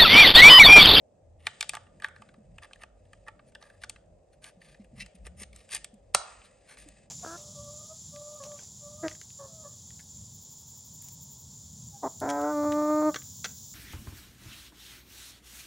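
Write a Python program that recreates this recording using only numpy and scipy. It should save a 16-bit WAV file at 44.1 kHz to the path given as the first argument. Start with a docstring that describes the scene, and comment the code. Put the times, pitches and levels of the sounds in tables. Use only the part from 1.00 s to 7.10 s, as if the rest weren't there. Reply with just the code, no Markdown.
"""A quiet carpeted room: close by, hands turn a hollow plastic toy controller and work its battery lid off.
The shell snaps and ticks, fingers and lid slide over it, and the latch lets go with one loud crack.
Each contact is a force that rings the damped modes of the plastic.
Behind it: soft far thumps, ventilation hum and hiss, and a low rumble."""
import sys
import numpy as np
from scipy import signal
from scipy.fft import rfft, irfft, next_fast_len
from scipy.io import wavfile

SR = 44100
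rng = np.random.default_rng(int(sys.argv[2]) if len(sys.argv) > 2 else 0)


def to_wav(sig):
    """Store sig (one row per channel, or 1-D mono) as 16-bit WAV at the path in sys.argv[1].

    Samples outside -1..1 are clipped; the rate is SR.
    """
    pcm = np.clip(np.atleast_2d(sig), -1, 1) * 32767
    pcm = np.round(pcm).astype(np.int16)
    wavfile.write(sys.argv[1], SR, pcm.T)  # frames by channels


N = 269010
LATCH_S = 5.1478
OFF = -np.inf   # dB: family not driven


def snaps(rings):
    """The shell gives with a click and chatters; weak ticks are longer, duller scuffs."""
    # Each row: time in seconds, level in dB, cavity, case, ribs and edges in dB re walls, pitch ratio.
    events = [(0.4679, -19.5, -7.5, -24, 0, -7, 0.93), (0.4747, -33.5, -3, 1, -8, -15, 0.88),
              (0.6082, -24, -5, -11, 5, 4, 0.91), (0.6263, -28, -3.5, -9.5, 4, -3, 0.88),
              (0.6425, -48, 8, -2, 2, 3, 1.052), (0.6927, -26.5, -12, -18, 4, 5, 0.94),
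              (0.7339, -35.5, 8.5, -1, -3, -4, 0.91), (0.7412, -37, 8.5, -6, -2, -8, 1.1),
              (0.7507, -33.5, 3, -4, -1.5, 1.5, 0.88), (0.7681, -40, 7.5, 9.5, -1.5, -5, 1.04),
              (0.8663, -56, 6, 9, -12, -12, 1.02), (0.9993, -48, 6, 3.5, -8, -5, 0.99),
              (1.021, -38, 5, 3, -4, -7, 0.93), (1.0436, -27, 1, 9, -7, -11.5, 1),
              (1.084, -45.5, 4, -13, -10, -1, 1), (1.1611, -50, 4, 4.5, 1.5, -5.5, 0.96),
              (1.2192, -47, 5.5, 7, -2, -3.5, 1.02), (1.288, -52, -0.5, 8, 0.5, -6, 0.88),
              (1.3401, -55, 4, 6.5, -0.5, -1.5, 1), (1.5823, -39.5, 0, 2, -14, -10.5, 1.02),
              (1.6323, -43, -16, -5, -3, -13, 1.03), (1.709, -58, 11, 9.5, -9.5, -26, 0.89),
              (1.732, -36.5, -8, -22, -8.5, -13.5, 1.23), (1.7574, -56, 4.5, 6, -1.5, 4.5, 1),
              (1.8173, -50, -1, -12.5, 1.5, -5.5, 0.94), (1.8342, -40, 5, 8, -4, -5.5, 1),
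              (2.052, -63.5, -2.5, -1, -1.5, 7, 1.04), (2.1313, -45.5, -0.5, -1, -4.5, -3, 0.99),
              (2.2825, -43, 10.5, -6, -6, -6, 1.02), (2.3929, -54, 13, 8, -1.5, -11, 0.92),
              (2.5197, -61, 4, 3, -3.0, 1, 0.92), (2.55, -38.5, 1, 6.5, -2, -9.5, 0.96),
              (2.625, -46.5, 5.5, -1, 5.5, -7, 1.12), (2.6994, -54, -7, 7.5, -2.5, 2, 0.97),
              (2.8165, -57, -1, -16, 4, -4, 1.001), (2.8354, -36.5, -3.5, 3, 0, -2, 0.9),
              (2.8422, -41, -2.5, -4, 3, -3, 1.14), (2.8955, -34.5, -9, -12, 3.5, 6, 0.94),
              (2.9595, -48.5, -1.5, 7.5, -0.5, -14, 1.03), (3.038, -74.5, -6, 8, -7, -13, 1.04),
              (3.4415, -43, -11.5, -20, 2, 3, 0.88), (3.6157, -55.5, -18, 13, -0.5, 0.5, 1.09),
              (3.695, -59, -10.5, 10, 5, 2, 0.98), (3.744, -54, -6, 10, 2, 1, 0.98),
              (3.844, -53, -20.5, -6, -11, 1.5, 1), (4.061, -48, -4, -2.5, 3.5, 4.5, 1.1),
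              (4.157, -60, -16, -20, -2, -21, 0.97), (4.251, -49, -9, -6, -1, -6, 1.01),
              (4.2664, -41.5, -25, 1.5, -7, 2.5, 0.99), (4.433, -45, -2, 2, 8, 5.5, 1.04),
              (4.5293, -53.5, -15, 5, 5, 6, 1.28), (4.561, -57.5, -12, -5, 5, 17.5, 0.79),
              (4.602, -55, -8, 7, -4, -6, 1.031), (4.6903, -45, -5, -2.5, -8.5, -2, 0.93),
              (4.717, -47, -1, -8, 2.0, 12, 1), (4.748, -39.5, -7, -13, 9.5, 18, 1.1),
              (4.844, -40, 0.5, -24, 6.5, 11, 0.96), (4.941, -74, -18.5, -11, -4.5, 26, 1.04),
              (5.1465, -16, -2.5, 2, 3.5, -0.5, 1.13), (5.1482, -20.5, -9.5, -7.5, 3, 7.5, 1.0),
              (5.416, -46.5, -4, -20, -15.5, -33, 1), (5.456, -58.5, -12, -14, 3, -6, 1.6),
              (5.7707, -47, 0, 1.5, -4, -1, 0.89), (5.8868, -58, -4, 3.5, 6, 17, 1.06)]
    lead_in_s, chatter_rise_s, chatter_t60_s = .004, .00084, .018
    out, t = np.zeros((2, N)), np.arange(2000) / SR
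    lead = round(lead_in_s * SR)
    lead_in = amp(-23 - 18 * np.arange(lead, 0, -1) / lead)   # a faint noise swell leads into each click
    for s, level_db, cavity_db, case_db, ribs_db, edges_db, pitch in events:
        soft = np.clip((-44 - level_db - max(edges_db, 0)) / 21.5, 0, 1)
        age_s = t / (1 + .5 * soft)
        noise = rng.standard_normal(len(t))
        force = .49 * noise * amp(-60 * age_s / chatter_t60_s) * np.minimum(age_s / chatter_rise_s, 1)
        force[44] += 3 * (1 - soft)   # release click, 1 ms in
        force = np.concatenate([lead_in * noise[-lead:], force])
        force = (1 - soft) * force + soft * dull(force)
        colour_db = [0, cavity_db, case_db, ribs_db, edges_db, OFF, cavity_db - 14]
        drive(out, s - lead_in_s, amp(level_db) * force, rings, colour_db, pitch)
    return out


def latch(rings):
    """The latch lets go: one impulse into the edges and the whole lid."""
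    out = np.zeros((2, N))
    drive(out, LATCH_S, [1], rings, [OFF, OFF, OFF, OFF, 4.5, OFF, 3])
    return out


def slides(rings):
    """Fingers and lid stroke the shell; micro-slips ring it."""
    # Each row: start, rise, hold and fall in seconds, level in dB,
    # cavity, ribs, edges and grip in dB re walls, pitch ratio.
    strokes = [(.382, 0.1, .001, .01, -61.5, -5.5, -3, 2.5, -13, 1.08),
               (1.023, 0.012, 0.0011, 0.048, -55, 3, -3, 0, -2, 0.92),
               (1.616, 0.014, 0.0093, 0.025, -57.5, 5, -2, 4.5, -6, 1),
               (1.788, 0.037, 0.0012, 0.0064, -61.5, 3, -3, 5, -12, 1.1),
               (2.261, 0.023, 0.0011, 0.015, -61.5, 12.5, 0, 2.5, -11, 1.04),
               (2.461, 0.028, 0.0011, 0.017, -73.5, -9, -2, 12.5, -2, 0.92),
               (2.598, 0.018, .001, 0.19, -72, 5, 1, 8, 0, 1),
               (2.803, 0.021, .001, 0.017, -61.5, -3, 2, 7, -4, 1.05),
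               (3.315, 0.016, 0.00073, .03, -75.5, -4, -3, 7.5, -3, 0.9),
               (3.415, 0.031, 0.0074, 0.061, -59, -1.5, -0.5, 10, -3.5, 0.92),
               (3.6, 0.018, 0.033, 0.14, -67.5, -6, 2, 7, -2, 0.97),
               (3.795, 0.0064, 0.011, 0.02, -73.5, -6, -5.5, -2.5, 6, 1.08),
               (3.949, 0.043, .001, .011, -60.5, -5.5, -8, 5.5, 1.5, 1.04),
               (3.993, 0.017, 0.013, 0.0094, -44, -29, -12, 1.5, 6, 1.033),
               (4.146, 0.011, .001, 0.01, -67, -19.5, 0, 12.5, -6, 1.01),
               (4.241, 0.03, 0.0012, 0.012, -60, 2.5, 0, 11.5, 3, 1.1),
               (4.364, 0.056, 0.014, 0.0098, -55.5, -6.5, -6, 14.5, 3, 1.03),
               (4.518, 0.041, .001, 0.14, -70.5, -4, 7, 11, 1, 1.1),
               (4.696, 0.051, 0.018, 0.017, -44, -9.5, 1.5, 11, -0.5, 0.96),
               (5.138, 0.009, 0.00085, 0.0012, -37.5, -10.5, 0, 4, -8, 0.9),
               (5.429, 0.032, .001, 0.018, -66.5, -9, 4, 9, -4, 0.85),
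               (5.668, 0.03, 0.036, 0.031, -61, -3.5, -4.5, 8, -3.5, 0.88),
               (5.766, 0.026, .001, 0.072, -62.5, -6.5, 2.5, 12.5, -3, 0.99)]
    out = np.zeros((2, N))
    slips = grit(per_s=4500, spread_db=4.5)
    slips = .45 * slips + .55 * dull(slips)
    for start_s, rise_s, hold_s, fall_s, level_db, cavity_db, ribs_db, edges_db, grip_db, pitch in strokes:
        corners_s = np.cumsum([0, rise_s, hold_s, fall_s])
        stroke = np.interp(np.arange(round(corners_s[-1] * SR)) / SR, corners_s, [0, 1, 1, 0])
        force = amp(level_db) * stroke * slips[round(start_s * SR):][:len(stroke)]
        colour_db = [0, cavity_db, cavity_db + 1.5, ribs_db, edges_db, grip_db, OFF]
        drive(out, start_s, force, rings, colour_db, pitch)
    return out


def rubbing(rings):
    """Skin rubs faintly on the shell with fine, dense slips."""
    # Each row: time in seconds, level in dB.
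    level_curve = [(0.0, -96.5), (0.41, -95.5), (0.5, -71), (0.78, -73.5), (0.9, -83.5), (1.15, -83),
                   (1.22, -77), (1.4, -90), (1.75, -79), (1.9, -92), (2.15, -82.5), (2.4, -87.5),
                   (2.9, -82), (3.05, -92), (3.46, -91.5), (3.75, -81), (3.9, -87), (4.06, -77),
                   (4.2, -85.5), (4.5, -85), (4.79, -67.5), (4.9, -87.5), (5.14, -88.5), (5.2, -71.5),
                   (5.3, -63.5), (5.5, -75), (5.62, -77.5), (5.86, -72.5), (5.92, -71), (6.04, -75.5),
                   (6.1, -95)]
    # Gains in dB on walls, cavity, case, ribs, edges, grip.
    colour_db = [-1, -8.5, -3.5, -4, 4, -0.5]
    out = np.zeros((2, N))
    level_db = np.interp(np.arange(N) / SR, *np.transpose(level_curve))
    drive(out, 0, amp(level_db) * dull(grit(per_s=12000, spread_db=2)), rings, [*colour_db, OFF])
    return out


def lid_knocks(rings):
    """A fingertip's smooth push knocks the lid dully."""
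    # Each row: start in seconds, level in dB.
    knocks = [(4.2685, -46), (4.4155, -44), (4.7380, -49)]
    out, contact_s = np.zeros((2, N)), .0025
    for s, level_db in knocks:
        drive(out, s, -np.hanning(round(contact_s * SR)), rings, [OFF] * 6 + [level_db])
    return out


def grit(per_s, spread_db):
    """Random micro-slips of uneven size, catching unevenly; rms 1."""
    catches_per_s, catch_db = 150, 2.5
    sizes = amp(spread_db * np.minimum(rng.exponential(1, N), 4)) * rng.choice([-1, 1], N)
    catch = np.interp(np.arange(N) / SR * catches_per_s, np.arange(SR), rng.standard_normal(SR))
    return rms_one(sizes * amp(catch_db * catch) * (rng.random(N) < per_s / SR))


def shell_rings():
    """Impulse responses of the seven mode families, in the order of every colour_db."""
    # Modes. Each row: frequency in Hz, t60 in seconds, relative level in dB.
    walls = [(2150, 0.013, -1), (2360, 0.016, 3.5), (2550, 0.022, 1.5), (2845, .014, 2),
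             (3030, 0.026, -0.5)]
    cavity = [(712, 0.074, -3.5), (879, 0.04, 2.5), (1180, 0.029, 4), (1367, 0.038, -9.5)]
    case = [(1638, 0.025, 1.5), (1824, 0.022, 3), (2066, 0.024, -5)]
    ribs = [(3810, 0.022, -3), (3860, 0.026, 4.5), (4620, 0.01, 0), (5050, 0.019, -5.5)]
    edges = [(6530, 0.011, -2.5), (6470, 0.014, 1.5), (7750, 0.0046, 0), (8300, 0.0087, 4.5),
             (9300, 0.0066, -5.5), (9250, 0.01, -7.5), (9820, 0.014, -2)]
    grip = [(1987, 0.016, -0.5), (2640, 0.065, 2), (3890, 0.0043, -5.5), (4977, 0.015, -3),
            (5580, 0.023, -0.5), (6580, 0.0085, -7.5)]   # hollow between hand and shell
    lid = [(196, 0.08, -11.5), (300, 0.035, -15), (424, 0.02, -9.5), (578, 0.032, 0), (727, 0.023, 2),
           (990, 0.0051, -4.5), (1357, .035, 2.5), (1470, 0.018, -7)]
    return np.array([ring(walls, 1792, 3600, contact_db=-3.5),
                     ring(cavity, 300, 2000, contact_db=-9.5, carries=True),
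                     ring(case, 1300, 2100, contact_db=-11.5),
                     ring(ribs, 3100, 5910, contact_db=1),
                     ring(edges, 4600, 17000, contact_db=-5),
                     ring(grip, 1600, 7000, contact_db=-28.5),
                     ring(lid, 140, 1100, contact_db=-12, carries=True)])


def ring(modes, low_hz, high_hz, contact_db, carries=False):
    """Contact click plus damped modes; rows: near sound, all-round average; unit energy each."""
    impulse = signal.unit_impulse(6000)
    contact = band(band(impulse, low_hz, high_hz), low_hz, high_hz)
    near = amp(contact_db) * contact
    for k, (hz, t60_s, level_db) in enumerate(modes):
        r, w = amp(-60 / (t60_s * SR)), 2 * np.pi * hz / SR
        mode = signal.lfilter([1 - r, 0, r - 1], [1, -2 * r * np.cos(w), r * r], impulse)
        near += (-1) ** k * amp(level_db) * mode
    all_round = near if carries else contact   # only low modes carry all round
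    return near / np.linalg.norm(near), all_round / np.linalg.norm(all_round)


def drive(out, s, force, rings, colour_db, pitch=1):
    """A force rings the families into out; the hand's squeeze shifts some in pitch."""
    parts, size = amp(colour_db)[:, None, None] * rings, rings.shape[-1]
    flexing = parts[[0, 2, 3, 5]].sum(axis=0)   # walls, case, ribs, grip
    padded = np.pad(flexing, ((0, 0), (0, size)))
    shifted = signal.resample(padded, next_fast_len(round(2 * size / pitch)), axis=1)[:, :size]
    sound = signal.fftconvolve([force], parts.sum(axis=0) - flexing + shifted, axes=1)
    i = round(s * SR)
    out[:, i:i + sound.shape[1]] += sound[:, :N - i]


def ports(x):
    """A near source reaches two microphone ports with frequency-dependent phase and level."""
    # Each row: frequency in Hz, phase lead of the left port in radians.
    phases = [(100, 0), (600, -.5), (1300, -.1), (2400, .3), (4400, .65), (7700, .9), (8700, 0),
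              (9500, -1.8), (10200, -3.1), (11500, -5.2), (12500, -6.0)]
    # Each row: frequency in Hz, left minus right in dB, common gain in dB.
    levels = [(100, -2.5, -2.5), (300, 2.5, -2.35), (520, -5, -1), (800, -3, 0.47), (1340, -3.5, 0.85),
              (2580, 2.5, 3), (4660, 2, 0), (7060, 3, 1.05), (8940, -9.5, 4.5), (10930, -5, 4),
              (11780, -3.5, -15), (12900, -3, -25), (14600, -2, -40), (15300, -1, -20.5)]
    size = next_fast_len(N + 4096)
    hz = np.fft.rfftfreq(size, 1 / SR)
    lead_rad, = at_hz(phases, hz)
    balance_db, common_db = at_hz(levels, hz)
    side = np.array([[.5], [-.5]])
    response = amp(common_db + side * balance_db) * np.exp(1j * side * lead_rad)
    return irfft(rfft(x, size) * response, size)[:, :N]


def room(x):
    """A diffuse tail builds up and dies band by band."""
    # Each row: frequency in Hz, t60 in seconds, relative level in dB.
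    decays = [(310, .13, -6.5), (600, 0.65, 2.5), (900, 0.61, -3), (1240, 0.7, 0), (1930, 0.39, -2.5),
              (2650, .45, -4.5), (3270, 0.39, 2.5), (4500, .36, -2), (9080, 0.25, 4)]
    tail_db, build_s = -20, .0051
    t = np.arange(int(.75 * SR)) / SR

    def decay(hz):
        t60_s, level_db = at_hz(decays, hz)
        return amp(level_db - 60 * t / t60_s)

    edges_hz = 150 * 2 ** np.arange(0, 6.6, 1 / 3)
    tail = stereo_bands(len(t), edges_hz, likeness=lambda hz: .51, gain=decay)
    tail = dull(tail) * np.minimum(t / build_s, 1)
    tail *= amp(tail_db) / np.sqrt(np.sum(tail ** 2) / 2)
    return signal.fftconvolve(x, tail, axes=1)[:, :N]


def thumps():
    """Each far thump rises quickly, sags in pitch and dies."""
    # Each row: start in seconds, level in dB, mid-glide frequency in Hz.
    events = [(1.196, -53, 206.4), (1.379, -45, 209.5), (3.569, -48.5, 172.5), (3.796, -38.5, 196),
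              (3.93, -45, 213), (3.977, -43, 191.4), (4.019, -47.5, 189), (4.145, -45.5, 175),
              (4.413, -49, 198), (4.931, -43.5, 202.3), (5.859, -45.5, 283)]
    rise_s, t60_s, sag, sag_s = .0031, .125, .28, .0384
    out, t = np.zeros(N), np.arange(SR // 4) / SR
    for s, level_db, hz in events:
        glide_hz = hz * (1 - sag / 2 + sag * np.exp(-t / sag_s))
        envelope = amp(level_db - 60 * t / t60_s) * (1 - np.exp(-t / rise_s))
        tone = envelope * np.sin(2 * np.pi * np.cumsum(glide_hz) / SR)
        i = round(s * SR)
        out[i:i + len(t)] += tone[:N - i]
    return out


def ventilation():
    """Steady hum and hiss: third-octave noise, more diffuse in the treble."""
    # Each row: frequency in Hz, relative spectral density in dB.
    spectrum = [(120, -35), (200, -17.5), (259, -13), (364, -9.5), (411, -9), (496, -7.5), (550, 1.5),
                (609, -5.5), (748, -10.5), (967, -30), (5100, -42.5), (6370, -30.5), (10300, -45.5),
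                (11200, -32), (12000, -44), (15600, -74), (22000, -120)]
    # Each row: frequency in Hz, left-right correlation.
    likeness = [(200, 0.93), (640, 0.35), (1400, .1), (8000, .05)]
    edges_hz = 200 * 2 ** np.arange(0, 5.9, 1 / 3)
    hum = stereo_bands(N, edges_hz, lambda hz: at_hz(likeness, hz)[0],
                       lambda hz: amp(at_hz(spectrum, hz)[0]))
    return amp(-64) * rms_one(hum)


def rumble():
    """Three low noise bands wander in level under droning swells; nearly alike in both channels."""
    # Each row: low edge in Hz, high edge in Hz, level in dB.
    bands = [(40, 58, -71.5), (81, 104, -72), (107, 216, -70.5)]
    # Each row: centre in seconds, length in seconds, level in dB, centre frequency in Hz.
    swells = [(0.369, 0.4, -55, 89), (.7, .15, -66, 159), (0.75, .4, -72, 54.3), (0.802, 0.19, -60.5, 92),
              (1.139, .25, -59.5, 96), (1.5, 0.23, -59, 158.5), (1.529, 0.22, -55, 53.9),
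              (1.567, .2, -56.5, 95), (1.899, 0.49, -60.5, 52.2), (2.101, 0.41, -61, 94.2),
              (2.3, 0.43, -63.5, 54.2), (2.554, 0.207, -65.5, 51.8), (2.9, .3, -62.5, 53.4),
              (3.13, 0.21, -61.5, 93.1), (3.161, .2, -60.5, 54.3), (3.35, .2, -63.5, 52.7),
              (3.7, 0.18, -61.5, 155.5), (3.819, 0.23, -63, 53), (3.99, .2, -53.5, 146),
              (4.031, 0.16, -53.5, 53), (4.259, 0.2, -46.5, 61), (4.33, 0.34, -58, 171),
              (4.393, 0.15, -57, 91.5), (4.48, 0.36, -53.5, 62.7), (4.788, 0.18, -61, 52.7),
              (5.114, 0.35, -60, 51.2), (5.131, 0.26, -64.5, 92.2), (5.365, .15, -64.5, 52.7),
              (5.859, .25, -59, 52.3)]
    wander_db, wander_per_s, side_db = 3.5, 7.3, -14.5
    edge_ratio, swell_trim_db = 1.16, -2
    t, mid_side = np.arange(N) / SR, np.zeros((2, N))
    for low_hz, high_hz, level_db in bands:
        wander = np.interp(t * wander_per_s, np.arange(100), rng.standard_normal(100))
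        noise = rms_one(band(rng.standard_normal((2, N)), low_hz, high_hz))
        mid_side += amp(level_db + wander_db * wander) * noise
    for centre_s, length_s, level_db, hz in swells:
        i, size = round((centre_s - length_s / 2) * SR), round(length_s * SR)
        noise = rms_one(band(rng.standard_normal((2, SR)), hz / edge_ratio, hz * edge_ratio)[:, -size:])
        drone = rms_one(noise / (np.abs(signal.hilbert(noise)) + .4))   # evens out the level
        swell = amp(level_db + swell_trim_db) * signal.windows.tukey(size, .7) * drone
        mid_side[:, i:i + size] += swell[:, :N - i]
    return mid_side[0] + amp(side_db) * mid_side[1] * [[1], [-1]]


def stereo_bands(length, edges_hz, likeness, gain):
    """Noise bands, each with its own gain(hz) and left-right likeness(hz)."""
    out, white = 0, rng.standard_normal((2, 2, length))
    for k, (low_hz, high_hz) in enumerate(zip(edges_hz, edges_hz[1:])):
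        mid, side = band(white[k % 2], low_hz, high_hz)
        hz = np.sqrt(low_hz * high_hz)
        alike = likeness(hz)
        out = out + gain(hz) * (np.sqrt(1 + alike) * mid + np.sqrt(1 - alike) * side * [[1], [-1]])
    return out


def amp(db):
    """Decibels to gain."""
    return 10 ** (np.asarray(db) / 20)


def rms_one(x):
    """Scale to unit rms."""
    return x / np.sqrt(np.mean(x ** 2) + 1e-20)


def at_hz(rows, hz):
    """Columns of a spectrum table at the given frequencies."""
    row_hz, *columns = np.transpose(rows)
    return [np.interp(np.log(hz + 1), np.log(row_hz), c) for c in columns]


def band(x, low_hz, high_hz):
    """Butterworth band-pass."""
    return signal.sosfilt(signal.butter(2, [low_hz, high_hz], "band", fs=SR, output="sos"), x)


def dull(x, stop_hz=10494):
    """Steep low-pass near 10 kHz: dulls rubbing, slides, soft ticks and the room tail."""
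    return signal.sosfilt(signal.cheby2(8, 40, stop_hz, fs=SR, output="sos"), x)


def scene():
    """Near handling with its room tail, over the background."""
    rings = shell_rings()
    near, all_round = snaps(rings) + latch(rings) + slides(rings) + rubbing(rings) + lid_knocks(rings)
    # The crack is heard with a louder room tail than the ticks.
    send_db = 5 * (np.abs(np.arange(N) / SR - LATCH_S) < .012)
    return ports(near) + room(ports(all_round) * amp(send_db)) + thumps() + ventilation() + rumble()


def record(dry):
    """The port pair has one null in its sum, one in its difference; peaks are rounded, the top is cut."""
    mid_null_hz, side_null_hz, stop_hz, ceiling = 10300, 8680, 16000, 1.1
    mid = signal.lfilter(*signal.iirnotch(mid_null_hz, 12, SR), dry[0] + dry[1]) / 2
    side = signal.lfilter(*signal.iirnotch(side_null_hz, 9, SR), dry[0] - dry[1]) / 2
    rounded = ceiling * np.tanh(np.array([mid + side, mid - side]) / ceiling)
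    return signal.sosfilt(signal.cheby2(12, 70, stop_hz, fs=SR, output="sos"), rounded)


dry = scene()
out = record(dry)
to_wav(out)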